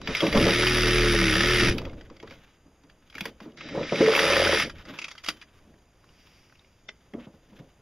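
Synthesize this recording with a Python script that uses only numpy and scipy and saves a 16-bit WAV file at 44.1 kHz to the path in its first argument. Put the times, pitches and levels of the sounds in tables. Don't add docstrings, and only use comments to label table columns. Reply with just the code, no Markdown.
import sys
import numpy as np
from scipy import signal
from scipy.fft import rfft, irfft, next_fast_len
from scipy.io import wavfile
from scipy.ndimage import uniform_filter1d

SR = 44100
rng = np.random.default_rng(int(sys.argv[2]) if len(sys.argv) > 2 else 0)


def output_pcm(signal):
    pcm = np.clip(np.atleast_2d(signal).T, -1, 1) * 32767
    wavfile.write(sys.argv[1], SR, np.round(pcm).astype(np.int16))


def level_to_linear(level):
    exponent = np.asarray(level, float) / 20
    return 10 ** exponent


N = 344718
T = np.arange(N) / SR

# (time [s], stroke rate [1/s], crank shake [dB])
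FIRST_CUT = [(0.38, 35.2, -29.5), (0.522, 38.4, -38.5), (0.63, 40.6, -36), (1.03, 39.7, -26.5),
             (1.174, 38.2, -29), (1.225, 37.2, -30), (1.33, 34.7, -31.5), (1.414, 38.2, -39),
             (1.5, 40.5, -33), (1.71, 39.3, -36.5), (1.77, 38, -52)]
SECOND_CUT = [
    (4.05, 44.26, -62),
    (4.412, 42.86, -44.5),
    (4.46, 41.26, -46),
    (4.598, 40.57, -53),
    (4.66, 41.2, -69),
]
# (start [s], end [s], thump level [dB], rise [s], fall [s])
BLADE_AT_WORK = [
    (.5, 1.55, -33.5, .05, 0.27),
    (4.01, 4.55, -25.5, 0.074, 0.067),
]
# (frequency [Hz], width [Hz], level [dB])
HULL_RINGS = [(347, 29, -2.5), (445.5, 17.4, 3), (523, 86, -3.5), (568, 25.5, 4), (725, 92, -14),
              (820, 27, -9), (1050, 270, -13)]
# (frequency [Hz], level per Hz [dB])
BOOM_TONE = [(15, -3), (30, -10), (90, -7.5), (130, -15.5), (400, -87.5)]
# (time [s], peak level [dB], main ring [Hz])
THUDS_FIRST_CUT = [(0.086, -26, 270), (0.223, -34, 363), (0.229, -16, 323), (0.247, -22.5, 229),
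                   (0.279, -20.5, 290.6), (0.354, -15.5, 220.5), (0.366, -24.5, 398), (0.373, -20, 240),
                   (0.41, -18.5, 239), (0.464, -16, 564), (1.618, -21, 346), (1.672, -20, 185)]
THUDS_PAUSE = [(1.787, -30, 265), (1.763, -52, 537), (1.864, -31.5, 568), (1.982, -46, 466),
               (2.108, -39.5, 479), (2.233, -34.5, 447), (2.309, -45, 530), (2.659, -51, 269),
               (2.839, -50, 280), (3.154, -40, 275), (3.214, -34.5, 199), (3.257, -33.5, 573),
               (3.414, -38, 225), (3.434, -47, 300), (3.459, -37.5, 422), (3.476, -40, 223)]
THUDS_SECOND_CUT = [(3.749, -25.5, 526), (3.775, -20.5, 586), (3.81, -25.5, 546), (3.922, -17.5, 585),
                    (4.006, -12.5, 523), (4.073, -26, 514)]
THUDS_AFTER = [(5.283, -37.5, 302), (6.884, -52, 400), (7.139, -31.5, 398), (7.185, -36.5, 250),
               (7.269, -40.5, 203), (7.341, -46.5, 240), (7.523, -45.5, 192), (7.598, -40, 177)]
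ALL_THUDS = THUDS_FIRST_CUT + THUDS_PAUSE + THUDS_SECOND_CUT + THUDS_AFTER


def evened(x):
    return x / np.sqrt(np.mean(x ** 2) + 1e-20)


def noise():
    return rng.standard_normal(N)


def curve(tables, column, off=-120.):
    out = np.full(N, off)
    for rows in tables:
        s, value = np.transpose(rows)[[0, column]]
        out = np.maximum(out, np.interp(T, s, value, left=off, right=off))
    return out


def swell(rows):
    t = T[::32]
    levels = []
    for start, end, db, rise, fall in rows:
        outside = np.maximum((start - t) / rise, (t - end) / fall)
        levels.append(db - 20 * np.maximum(outside, 0))
    return np.interp(T, t, np.max(levels, axis=0))


def coloured(x, points):
    f, db = np.transpose(points)
    size = next_fast_len(N)
    hz = np.fft.rfftfreq(size, 1 / SR)
    gain = level_to_linear(np.interp(np.log(hz + 1), np.log(f + 1), db))
    return irfft(rfft(x, size) * gain, size)[:N]


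def ring(x, modes):
    out = np.zeros(len(x))
    for k, (hz, width, db) in enumerate(modes):
        out += (-1) ** k * level_to_linear(db) * signal.lfilter(*signal.iirpeak(hz, hz / width, SR), x)
    return out


def drift(per_s):
    count = int(N / SR * per_s) + 2
    return np.interp(T, np.linspace(0, N / SR, count), rng.standard_normal(count))


def grains(per_s, spread_db):
    size = level_to_linear(spread_db * np.minimum(rng.exponential(1, N), 3))
    present = rng.random(N) < per_s / SR
    return evened(size * present * rng.choice([-1, 1], N))


def bursts(turns, start, fall, spread_db):
    size, late = rng.standard_normal((2, 400))
    position = turns - start + 1
    stroke = position.astype(int)
    since = position % 1 - .012 * (1 + np.tanh(late[stroke]))
    attack = np.clip(since / (1.7 * fall), 0, 1)
    return level_to_linear(spread_db * size[stroke]) * np.exp(-np.maximum(since, 0) / fall) * attack


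def place(out, s, sound):
    out[round(s * SR):][:len(sound)] += sound


def saw():
    # (time [s], clatter level [dB])
    pulls = [
        [(0.0, -64), (0.094, -40.5), (0.184, -34.5), (0.224, -34.5), (0.324, -38.5), (0.41, -23.5),
         (0.54, -23.5), (1.697, -23), (1.706, -31), (1.732, -33), (1.75, -82)],
        [(3.56, -91), (3.576, -50), (3.79, -47), (3.874, -41.5), (4.026, -32), (4.22, -24), (4.508, -25.5),
         (4.628, -25.5), (4.74, -77)],
    ]
    # (first time [s], second time [s])
    stroke_ends = (0.9803, 4.332)
    speed = curve([FIRST_CUT, SECOND_CUT], column=1, off=0.)
    turns = np.cumsum(speed) / SR
    first, second = (.06 - np.interp(s, T, turns) % 1 + 1 for s in stroke_ends)
    turns = turns + np.where(T < 3, first, second)
    effort = curve(pulls, column=1)
    drive = gear_push(turns, speed)
    layers = level_to_linear(effort + 2.0) * gear_clatter(drive) + blade_thumps(turns) + steel_ringing(drive, turns, effort)
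    return layers + shake(turns, speed) + whistle() + slaps()


def gear_push(turns, speed):
    ends = 2.2 * bursts(turns, .1, .11, 1.5) + 1.8 * bursts(turns, .6, .1, 1.8)
    ends = ends + .75 * bursts(turns, .8, .05, 3.)
    strength = np.where(T < 3, .2 + ends, .4 + .75 * ends)
    strength = np.where(speed > 0, strength, .75)
    rubbing = strength * (noise() + .45 * grains(2000., 3.))
    knock = 6.5 * np.diff(np.floor(turns - .15), prepend=0)
    knock = knock - 5 * np.diff(np.floor(turns - .65), prepend=0)
    return rubbing + knock * (speed > 0)


def gear_clatter(drive):
    # (frequency [Hz], level per Hz [dB])
    gear_tone = [(350, -29), (600, -5.5), (1260, -5.5), (1850, 4.5), (2640, 4), (7800, -9), (10100, -27.5),
                 (17200, -120)]
    # (frequency [Hz], width [Hz], level [dB])
    housing = [(1295, 125, 10), (1837, 115, 8), (2060, 320, 0), (2500, 17, -1.5), (5690, 390, 1),
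               (3600, 1210, 5), (5057, 300, 2)]
    return evened(coloured(0.5 * drive + ring(drive, housing), gear_tone))


def steel_ringing(drive, turns, effort):
    # (frequency [Hz], width [Hz], level [dB])
    steel_rings = [(10077, 77, 1.5), (10160, 18, 5.5), (10500, 560, -19), (12300, 30, -4),
                   (13460, 80, -15.5), (8700, 120, -22.5)]
    # (frequency [Hz], level per Hz [dB])
    hiss_tone = [(7000, -51), (8500, -2), (10500, -9.5), (12000, -13.5), (14500, -13), (15600, -14)]
    # (start [s], end [s], level [dB], rise [s], fall [s])
    loose_blade = [(.18, .36, -50.5, 0.053, 0.11)]
    steel = evened(ring(drive * (0.18 + bursts(turns, 0.28, 0.18, 4.9)), steel_rings))
    steel = steel + 0.75 * evened(coloured(drive, hiss_tone))
    chime_db = np.maximum(5 + 1.693 * effort, swell(loose_blade))
    return level_to_linear(chime_db - 6.0) * steel


def blade_thumps(turns):
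    # (time [s], level [dB])
    bites = [(0.093, -29.5), (0.228, -20), (0.356, -17.5), (0.467, -19), (1.8, -49), (3.755, -31),
             (3.789, -33.5)]
    blow = bursts(turns, 0.3028, 0.0042, 6.6)
    blow = evened(blow - uniform_filter1d(blow, size=300))
    thump = ring(0.91 * blow + 4.1 * noise(), HULL_RINGS)
    thump = thump / np.sqrt(uniform_filter1d(thump ** 2, size=6000))
    bite_db = swell(BLADE_AT_WORK + [(s, s, db, 0.025, 0.088) for s, db in bites])
    return level_to_linear(bite_db - 2.0) * thump


def shake(turns, speed):
    # (multiple of the stroke, level [dB])
    flex_first = [(1, 0), (2, -6), (3, 0.5), (4, -20), (5, -6), (6, -6.5), (7, -6.5), (8, -10), (9, 0),
                  (10, -15), (11, -6), (12, -12), (13, -15), (14, -30)]
    flex_second = [(1, 0), (2, -1.5), (3, -18.5), (4, -10.5)]
    # (flex share, flex [dB], rotor share, rotor [dB])
    follow = [(.3, -24, 0.5, -14.), (.95, 3.5, 0.11, -62)]
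    panel_hz, panel_width_hz, panel_db = 184.7, 6.2, 12
    out = np.zeros(N)
    cuts = zip((FIRST_CUT, SECOND_CUT), (flex_first, flex_second), follow)
    for rows, orders, (flex_share, flex_db, rotor_share, rotor_db) in cuts:
        load = curve([rows], column=2)
        levels = load, flex_share * load + flex_db, rotor_share * load + rotor_db
        crank, flex, rotor = (uniform_filter1d(level_to_linear(db) * (load > -119), size=1800) for db in levels)
        out += crank * level_to_linear(drift(13.0)) * np.sin(2 * np.pi * turns + 4.9 + .2 * drift(14.0))
        out += rotor * level_to_linear(1 + drift(20.)) * np.sin(2 * np.pi * 9 * turns + .2 * drift(18.))
        out += crank * level_to_linear(-26.0) * evened(coloured(noise(), BOOM_TONE))
        for k, db in orders[1:]:
            spread_db = 1.3 if k in (3, 5) else 4.
            wobble = level_to_linear(db + spread_db * drift(18)) * (k != 9)
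            wobble = wobble * level_to_linear(panel_db / (1 + ((k * speed - panel_hz) / panel_width_hz) ** 2))
            phase = k * turns + rng.random() + 0.14 * drift(16.0)
            out += flex * wobble * np.sin(2 * np.pi * phase)
    return np.sqrt(2) * out


def whistle():
    # (time [s], level [dB])
    switching = [
        [(.012, -29), (.03, 0), (.3, 9), (.4, -16)],
        [(3.565, -23), (3.58, -2), (3.9, 0), (4.0, 11), (4.05, -18)],
    ]
    # (frequency [Hz], level [dB])
    winding_tones = [(1820, -58), (2955, -56), (3666, -53), (3925, -43.5), (5400, -57)]
    out = np.zeros(N)
    for hz, db in winding_tones:
        out += level_to_linear(db - 7.0 + 1.5 * drift(40.)) * np.sin(2 * np.pi * hz * T + .06 * drift(60.0))
    return out * level_to_linear(curve(switching, column=1))


def slaps():
    # (time [s], peak level [dB], ring [Hz])
    pipe_slaps = [(4.123, -14, 490), (4.145, -25.5, 496), (4.171, -25.5, 599), (4.212, -24.5, 581),
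                  (4.236, -20, 551.3), (4.257, -16.5, 506), (4.277, -17.5, 547), (4.301, -16, 557),
                  (4.328, -18, 568), (4.371, -15, 557.4), (4.396, -11, 542), (4.418, -12, 568),
                  (4.461, -20, 456), (4.491, -14.5, 567), (4.511, -33.5, 519.7), (4.541, -21, 515),
                  (4.567, -25.5, 450)]
    # (time [s], peak level [dB], frequency [Hz], fall [s])
    clean_rings = [(.347, -19, 550, 0.019), (.462, -13.5, 567, 0.012), (.464, -25, 446, 0.01),
                   (3.811, -24, 542, 0.008), (4.008, -16, 340.4, 0.019), (4.02, -12.5, 443, 0.035),
                   (4.075, -9.5, 457, 0.012), (4.097, -17, 442, 0.011), (6.886, -36, 2050, 0.0032),
                   (6.886, -37, 3490, 0.0022), (6.886, -43, 5420, .002), (6.886, -43.5, 638, 0.0027),
                   (7.147, -23, 262, 0.0054), (7.16, -37.5, 239, .05)]
    rise_s, fall_s = .004, 0.006
    out, knock, t = np.zeros(N + 9000), np.zeros(N), np.arange(9000) / SR
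    for s, db, hz, fall in [(s, db - 2, hz, fall_s) for s, db, hz in pipe_slaps] + clean_rings:
        shape = np.minimum(t / rise_s, 1) * np.exp(-np.maximum(t - rise_s, 0) / fall)
        place(out, s, level_to_linear(db) * shape * np.sin(2 * np.pi * hz * t))
    for s, db, _ in pipe_slaps:
        knock[round(s * SR)] = level_to_linear(db - 2.5 + 38.5)
    return out[:N] + ring(knock, HULL_RINGS)


def hits():
    # (frequency [Hz], level [dB])
    plastic = [(500, 2.5), (6500, -8.5), (9000, -7.5), (15000, -8)]
    return coloured(clicks() + thuds() + free_blade(), plastic)


def clicks():
    # (time [s], peak level [dB], main ring [Hz])
    trigger = [
        (0.0153, -24.5, 1130),
        (0.0458, -39, 4630),
        (3.5725, -33, 3600),
    ]
    first_start = [(0.0733, -13, 2100), (0.1487, -7, 2310), (0.1674, -13, 5000), (0.2039, -8, 3200),
                   (0.2653, -11.5, 2050), (0.3262, -11.5, 2120), (0.3725, -7, 3200), (0.3495, -14.5, 2200)]
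    snags = [(0.5177, -14.5, 1810), (0.6299, -10.5, 1300), (0.6668, -6, 1900), (0.7814, -11, 1845),
             (0.805, -18.5, 1700), (0.8796, -10.5, 1800), (0.9821, -9.5, 2100), (1.2796, -9.5, 2501),
             (1.337, -10, 2120), (1.405, -7, 1810), (1.5033, -12.5, 1320), (1.5527, -11, 1343),
             (1.602, -10.5, 2509), (1.6311, -14.5, 2122)]
    pull_out = [(1.7814, -14, 2660), (1.8158, -27.5, 1050), (1.8512, -24.5, 2000), (1.9315, -37.5, 1486),
                (2.0098, -32.5, 1490), (2.0991, -34.5, 1050), (2.1644, -37, 4550), (2.1995, -30.5, 2150),
                (2.2268, -31.5, 875), (2.2739, -32.5, 1480), (1.895, -35, 2200), (2.055, -50, 1500),
                (2.298, -36, 3000), (2.308, -30.5, 2220), (2.322, -37, 1500), (2.336, -46, 2400),
                (2.835, -45.5, 930), (2.8965, -39, 1770)]
    line_up = [(3.0993, -36, 3160), (3.1515, -23, 2320), (3.1807, -21.5, 1720), (3.2064, -14, 2460),
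               (3.254, -14.5, 2030), (3.125, -37.5, 2000), (3.142, -36, 1900), (3.4022, -31, 1000),
               (3.452, -41, 1200), (3.518, -46, 3000), (3.168, -32, 2440), (3.228, -37, 2400)]
    second_start = [(3.686, -27, 2200), (3.89, -23.5, 2500), (4.011, -14.5, 2300), (3.607, -26, 2140),
                    (3.8288, -20, 2030), (3.9562, -13.5, 2148), (4.0621, -11, 2060)]
    teeth = [(4.1187, -9, 2960), (4.1027, -16.5, 1260), (4.1352, -9.5, 1310), (4.1502, -5.5, 2394),
             (4.1626, -6, 2200), (4.177, -9.5, 1330), (4.1905, -3.5, 1900), (4.2135, -21, 2440),
             (4.231, -15.5, 1700), (4.2843, -12.5, 1750), (4.3078, -12, 1310), (4.3323, -6, 2520),
             (4.3556, -14.5, 2080), (4.3657, -5, 1500), (4.4125, -16.5, 1630), (4.4465, -7, 2340),
             (4.4704, -9, 1610), (4.5193, -9, 1260), (4.5731, -13.5, 1330), (4.5453, -8, 2000),
             (4.5996, -6.5, 2110)]
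    set_down = [(4.6952, -23.5, 1510), (4.782, -39, 2050), (4.8514, -34.5, 1370), (4.9865, -16.5, 2400),
                (5.0146, -22.5, 2500), (5.0415, -15.5, 2500), (5.0812, -24.5, 2030), (4.886, -32.5, 1400),
                (5.021, -25, 2500), (5.1053, -30, 3380), (5.112, -25, 3400), (5.1512, -35.5, 1360),
                (5.1781, -27.5, 2800), (5.413, -31, 2400), (5.423, -30, 1740)]
    clack = [(5.2375, -25, 2570), (5.244, -21.5, 4800), (5.2612, -16.5, 2800), (5.2745, -20, 2820),
             (5.2852, -6.5, 2720), (5.3, -18.5, 1410)]
    pipe = [(5.7394, -49, 1590), (6.0411, -44, 1295), (6.0896, -45, 2850), (6.4961, -44.5, 2010),
            (6.5231, -42.5, 1510), (6.553, -43.5, 2500), (6.5929, -40, 3600), (6.6456, -43.5, 2330),
            (7.1355, -30.5, 2030), (7.5902, -43, 1650)]
    snap = [(6.8845, -32, 3490), (6.8892, -22, 2130)]
    # (frequency [Hz], width [Hz], level [dB])
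    saw_body = [(1360, 90, -7.5), (2050, 98, 1.5), (2382, 100, -4.5), (3470, 190, -3), (3690, 100, -8),
                (4800, 160, -3.5), (5740, 94, -6.5)]
    # (clicks, rattle [ms], 5 kHz [dB], 10 kHz [dB], main ring [dB], saw body [dB])
    spells = [
        (trigger, 3.2, 2., -30, 4.9, 3.9), (first_start, 6.5, -2.5, -15, 14, 9.),
        (snags, 5.9, -6, -20, 4., 6.), (pull_out, 5.9, -3, -14.5, 4.8, 2.8),
        (line_up, 6.8, -1.5, -8.5, 9.7, 4.1), (second_start, 10, -10.5, -23.5, 9., 4.5),
        (teeth, 4.3, -10.5, -22.5, 4.3, 2.7), (set_down, 10, 0.5, -24, 6.2, 5.3),
        (clack, 7., 1.2, -23, 3., 5.8), (pipe, 4.8, -11, -31.5, 7, -12), (snap, 5.7, 0.9, -19.5, 16, -15)]
    out, t = np.zeros(N + 9000), np.arange(9000) / SR
    for rows, rattle_ms, mid_db, top_db, ring_db, body_db in spells:
        for s, db, hz in rows:
            crack = rng.standard_normal(9000) * (np.exp(-(1000 * t / rattle_ms) ** 1.6) + .05 * level_to_linear(-900 * t))
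            crack = crack * (np.minimum(5000 * t / rattle_ms, 1) + .3 * np.exp(-t / .0015))
            crack[110] += 2.5
            modes = [(hz, 260, ring_db), (1.72 * hz, 260, -3), (2300, 2800, -4),
                     (5400, 2200, mid_db), (12500, 6500, top_db + .4 * db + 2)]
            sound = ring(crack, modes) + level_to_linear(body_db) * ring(crack, saw_body)
            place(out, s, level_to_linear(db) * sound / abs(sound).max())
    return out[:N]


def thuds():
    out, t = np.zeros(N + 9000), np.arange(9000) / SR
    for s, db, hz in ALL_THUDS:
        push = rng.standard_normal(9000) + 5.7 * (t < .0012)
        push = push * np.exp(-t / 0.014) * np.minimum(t / 0.0062, 1)
        push = signal.lfilter(*signal.butter(2, 1300, fs=SR), push)
        sound = ring(push, [(hz, 30, 6.), (0.606 * hz, 40, hz / 40 - 12.), (950, 500, -11.)])
        sound = sound + (hz / 520) ** 2 * ring(push, HULL_RINGS) * level_to_linear(-120 * t)
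        place(out, s, level_to_linear(db) * sound / abs(sound).max())
    return out[:N]


def free_blade():
    # (time [s], level [dB])
    blade_knocks = [(1.715, -46), (3.1, -66), (3.26, -58), (4.66, -49), (5.287, -47), (6.89, -69)]
    # (frequency [Hz], level [dB], time to fall 60 dB [s])
    blade_tones = [(3066, 0, .9), (4830, -0.5, .12), (5114, -1, .2), (5860, -2, .18), (10100, -2, 0.26),
                   (12350, -12, .17), (13460, -10, .3)]
    out, t = np.zeros(N + 9000), np.arange(9000) / SR
    fade = np.hanning(18000)[9000:]
    for s, db in blade_knocks:
        tones = sum(level_to_linear(db + d - 60 * t / t60) * np.sin(2 * np.pi * f * t) for f, d, t60 in blade_tones)
        place(out, s, tones * fade)
    return out[:N]


def handling():
    # (peak time [s], scrape [dB], rise [s], fall [s], rustle over scrape [dB])
    moves = [(1.7, -46.5, 0.0092, 0.44, -9), (2.1, -68, 2.24, 0.49, -7), (2.32, -53, 0.16, 0.28, -8),
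             (3.27, -48, 0.16, 0.05, -4.5), (3.44, -55.5, 0.08, 0.08, -5), (3.5, -65, 1.1, 0.1, -7),
             (4.64, -48, 0.0098, 0.063, -5), (4.97, -43, 0.31, 0.042, -10), (5.04, -56, 0.057, 0.71, -15),
             (5.42, -59.5, 1.8, 0.054, -4), (5.55, -70.5, 0.13, 1.24, -2), (6.27, -64, 0.42, 0.4, -4),
             (7.26, -56, 0.14, 0.025, -14), (7.54, -69, 1.9, 0.94, -3), (7.59, -54, 0.089, 0.037, -5)]
    # (peak time [s], boom [dB], rise [s], fall [s], rumble over boom [dB])
    leans = [(.09, -36, 0.18, 0.24, -6.5), (5.29, -50, .03, .1, -13), (.38, -23.5, 0.12, 0.26, -0.5),
             (1.67, -23.5, 0.24, 0.33, -9), (2.3, -47, 0.19, 0.17, -3.5), (3.22, -52, 0.18, 0.34, -18),
             (3.8, -45.5, 0.25, 0.17, 8.5), (4.68, -49, 0.97, 0.023, 10.5), (4.77, -44.5, 0.75, 0.2, -9.5),
             (4.9, -58, 0.1, 0.2, 12.5), (5.71, -63.5, 0.16, 0.15, 5.5), (6.1, -69.5, 0.85, 3.4, -5),
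             (7.61, -59, 0.22, 0.1, 4.5)]
    # (frequency [Hz], level per Hz [dB])
    scrape_tone = [(410, -50), (700, -10), (1310, -3.5), (3480, -6.5), (5020, -15), (6950, -22.5),
                   (8020, -31.5), (11000, -26.5), (15800, -30.5)]
    rumble_tone = [(59, -29.5), (140, -4), (290, -1.5), (390, -10.5), (528, -6), (636, -12.5),
                   (1200, -33.5), (1560, -46), (2640, -120)]
    # (start [s], end [s], level [dB], rise [s], fall [s])
    pipe_slide = [(6.2, 6.38, -63.5, 0.36, 0.73)]
    # (frequency [Hz], width [Hz], level [dB])
    slide_rings = [(4670, 540, 0.5), (5920, 500, -5), (2500, 1250, 2)]
    grit = (0.62 * grains(830.0, 5.3) + noise()) * level_to_linear(4.6 * drift(60.))
    scrape = coloured(grit, scrape_tone)
    dull, bright = (evened(signal.lfilter(*signal.butter(3, 4200, kind, fs=SR), scrape))
                    for kind in ("low", "high"))
    rub, rustle = gestures(moves)
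    weight, creak = gestures(leans)
    after_thud = swell([(s, s, db - 11.5, 0.0067, 0.12) for s, db, _ in ALL_THUDS])
    under_blade = swell(BLADE_AT_WORK) - 14.
    creak = np.maximum(creak, level_to_linear(np.maximum(after_thud, under_blade)))
    boom, rumble = (evened(coloured(noise() * level_to_linear(1.6 * drift(30.)), c)) for c in (BOOM_TONE, rumble_tone))
    slide = level_to_linear(swell(pipe_slide)) * evened(ring(noise(), slide_rings))
    return slide + rub * dull + rustle * bright + level_to_linear(-2.5) * weight * boom + level_to_linear(3.0) * creak * rumble


def gestures(rows):
    main = swell([(s, s, db, up, down) for s, db, up, down, _ in rows])
    companion = swell([(s, s, db + rel, up, down) for s, db, up, down, rel in rows])
    return level_to_linear(main), level_to_linear(companion)


def yard():
    # (frequency [Hz], level per Hz [dB])
    air_tone = [(20, 0.5), (65, 2.5), (203, -5.5), (431, -9), (3040, -23), (4140, -28), (4760, -28),
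                (6840, -30.5), (8090, -29), (10100, -31.5), (13700, -39.5), (15800, -50.5)]
    # (frequency [Hz], level [dB])
    drones = [(4823, -86), (6595, -86.5), (6621, -98.5), (7101, -90)]
    buzz_per_s, buzz_rings = 59.94, [(6500, 800, 0)]
    air = evened(coloured(noise() * level_to_linear(1.0 * drift(6.2)), air_tone))
    whines = sum(level_to_linear(db + 4.5) * evened(ring(noise(), [(hz, 50, 0)])) for hz, db in drones)
    ticks = np.diff(np.floor(buzz_per_s * T), prepend=0) * level_to_linear(1.5 * drift(buzz_per_s))
    buzz = evened(ring(ring(ticks, buzz_rings), buzz_rings))
    return level_to_linear(-63 + 2.5) * air + whines + level_to_linear(-81.5) * buzz


def scene():
    near = saw() + hits() + handling()
    t = np.arange(6000) / SR
    echo = rng.choice([-1., 1.], 6000) * (rng.random(6000) < .05)
    echo = echo * level_to_linear(-60 * t / .11) * (t > .003)
    echoed = signal.oaconvolve(near, echo / np.linalg.norm(echo))[:N]
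    mix = near + level_to_linear(-11.0) * echoed + yard()
    return np.array([mix, mix])


def starved(x):
    hz, _, z = signal.stft(x, SR, nperseg=2048)
    band = uniform_filter1d(abs(z) ** 2, size=9, axis=0)
    luck = uniform_filter1d(rng.standard_normal(z.shape), size=9, axis=0) * 3
    upper = (abs(z[hz > 900]) ** 2).sum(0)
    weak = (hz[:, None] > 7300) & (band < upper * level_to_linear(-31. - 20 + 3.5 * luck) ** 2)
    z = z * ~weak
    scrambled = z * np.exp(2j * np.pi * rng.random(z.shape))
    return [signal.istft(v, SR, nperseg=2048)[1][:N] for v in (z, scrambled)]


def top_cut(x):
    return signal.sosfilt(signal.butter(12, 16230, fs=SR, output="sos"), x)


def record(dry):
    # (frequency [Hz], level [dB])
    roll_off = [(100, -0.5), (15000, -1), (15750, -7), (16230, -22.5)]
    # (frequency [Hz], width [Hz], depth [0-1])
    port_notches = [(4200, 300, .68), (7870, 1000, .98), (8950, 500, .95), (12750, 450, .88)]
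    # (frequency [Hz], side over middle [dB])
    side_tone = [(110, -61), (380, -48), (700, -34.5), (1290, -25), (2380, -7.5), (4400, -3.5), (8120, 3),
                 (15000, 9)]
    mid = coloured(dry.mean(0), roll_off)
    for hz, width, depth in port_notches + port_notches:
        mid = mid - np.clip(depth, 0, 1) * ring(mid, [(hz, width, 0)])
    mid, scattered = starved(mid)
    side = level_to_linear(-6.5) * coloured(scattered, side_tone)
    lag = coloured(np.gradient(mid), [(200, -40), (600, 0), (9000, 0), (15000, 9)])
    side = side - .36 * lag
    return top_cut(np.array([mid + side, mid - side]))


dry = scene()
out = record(dry)
output_pcm(out)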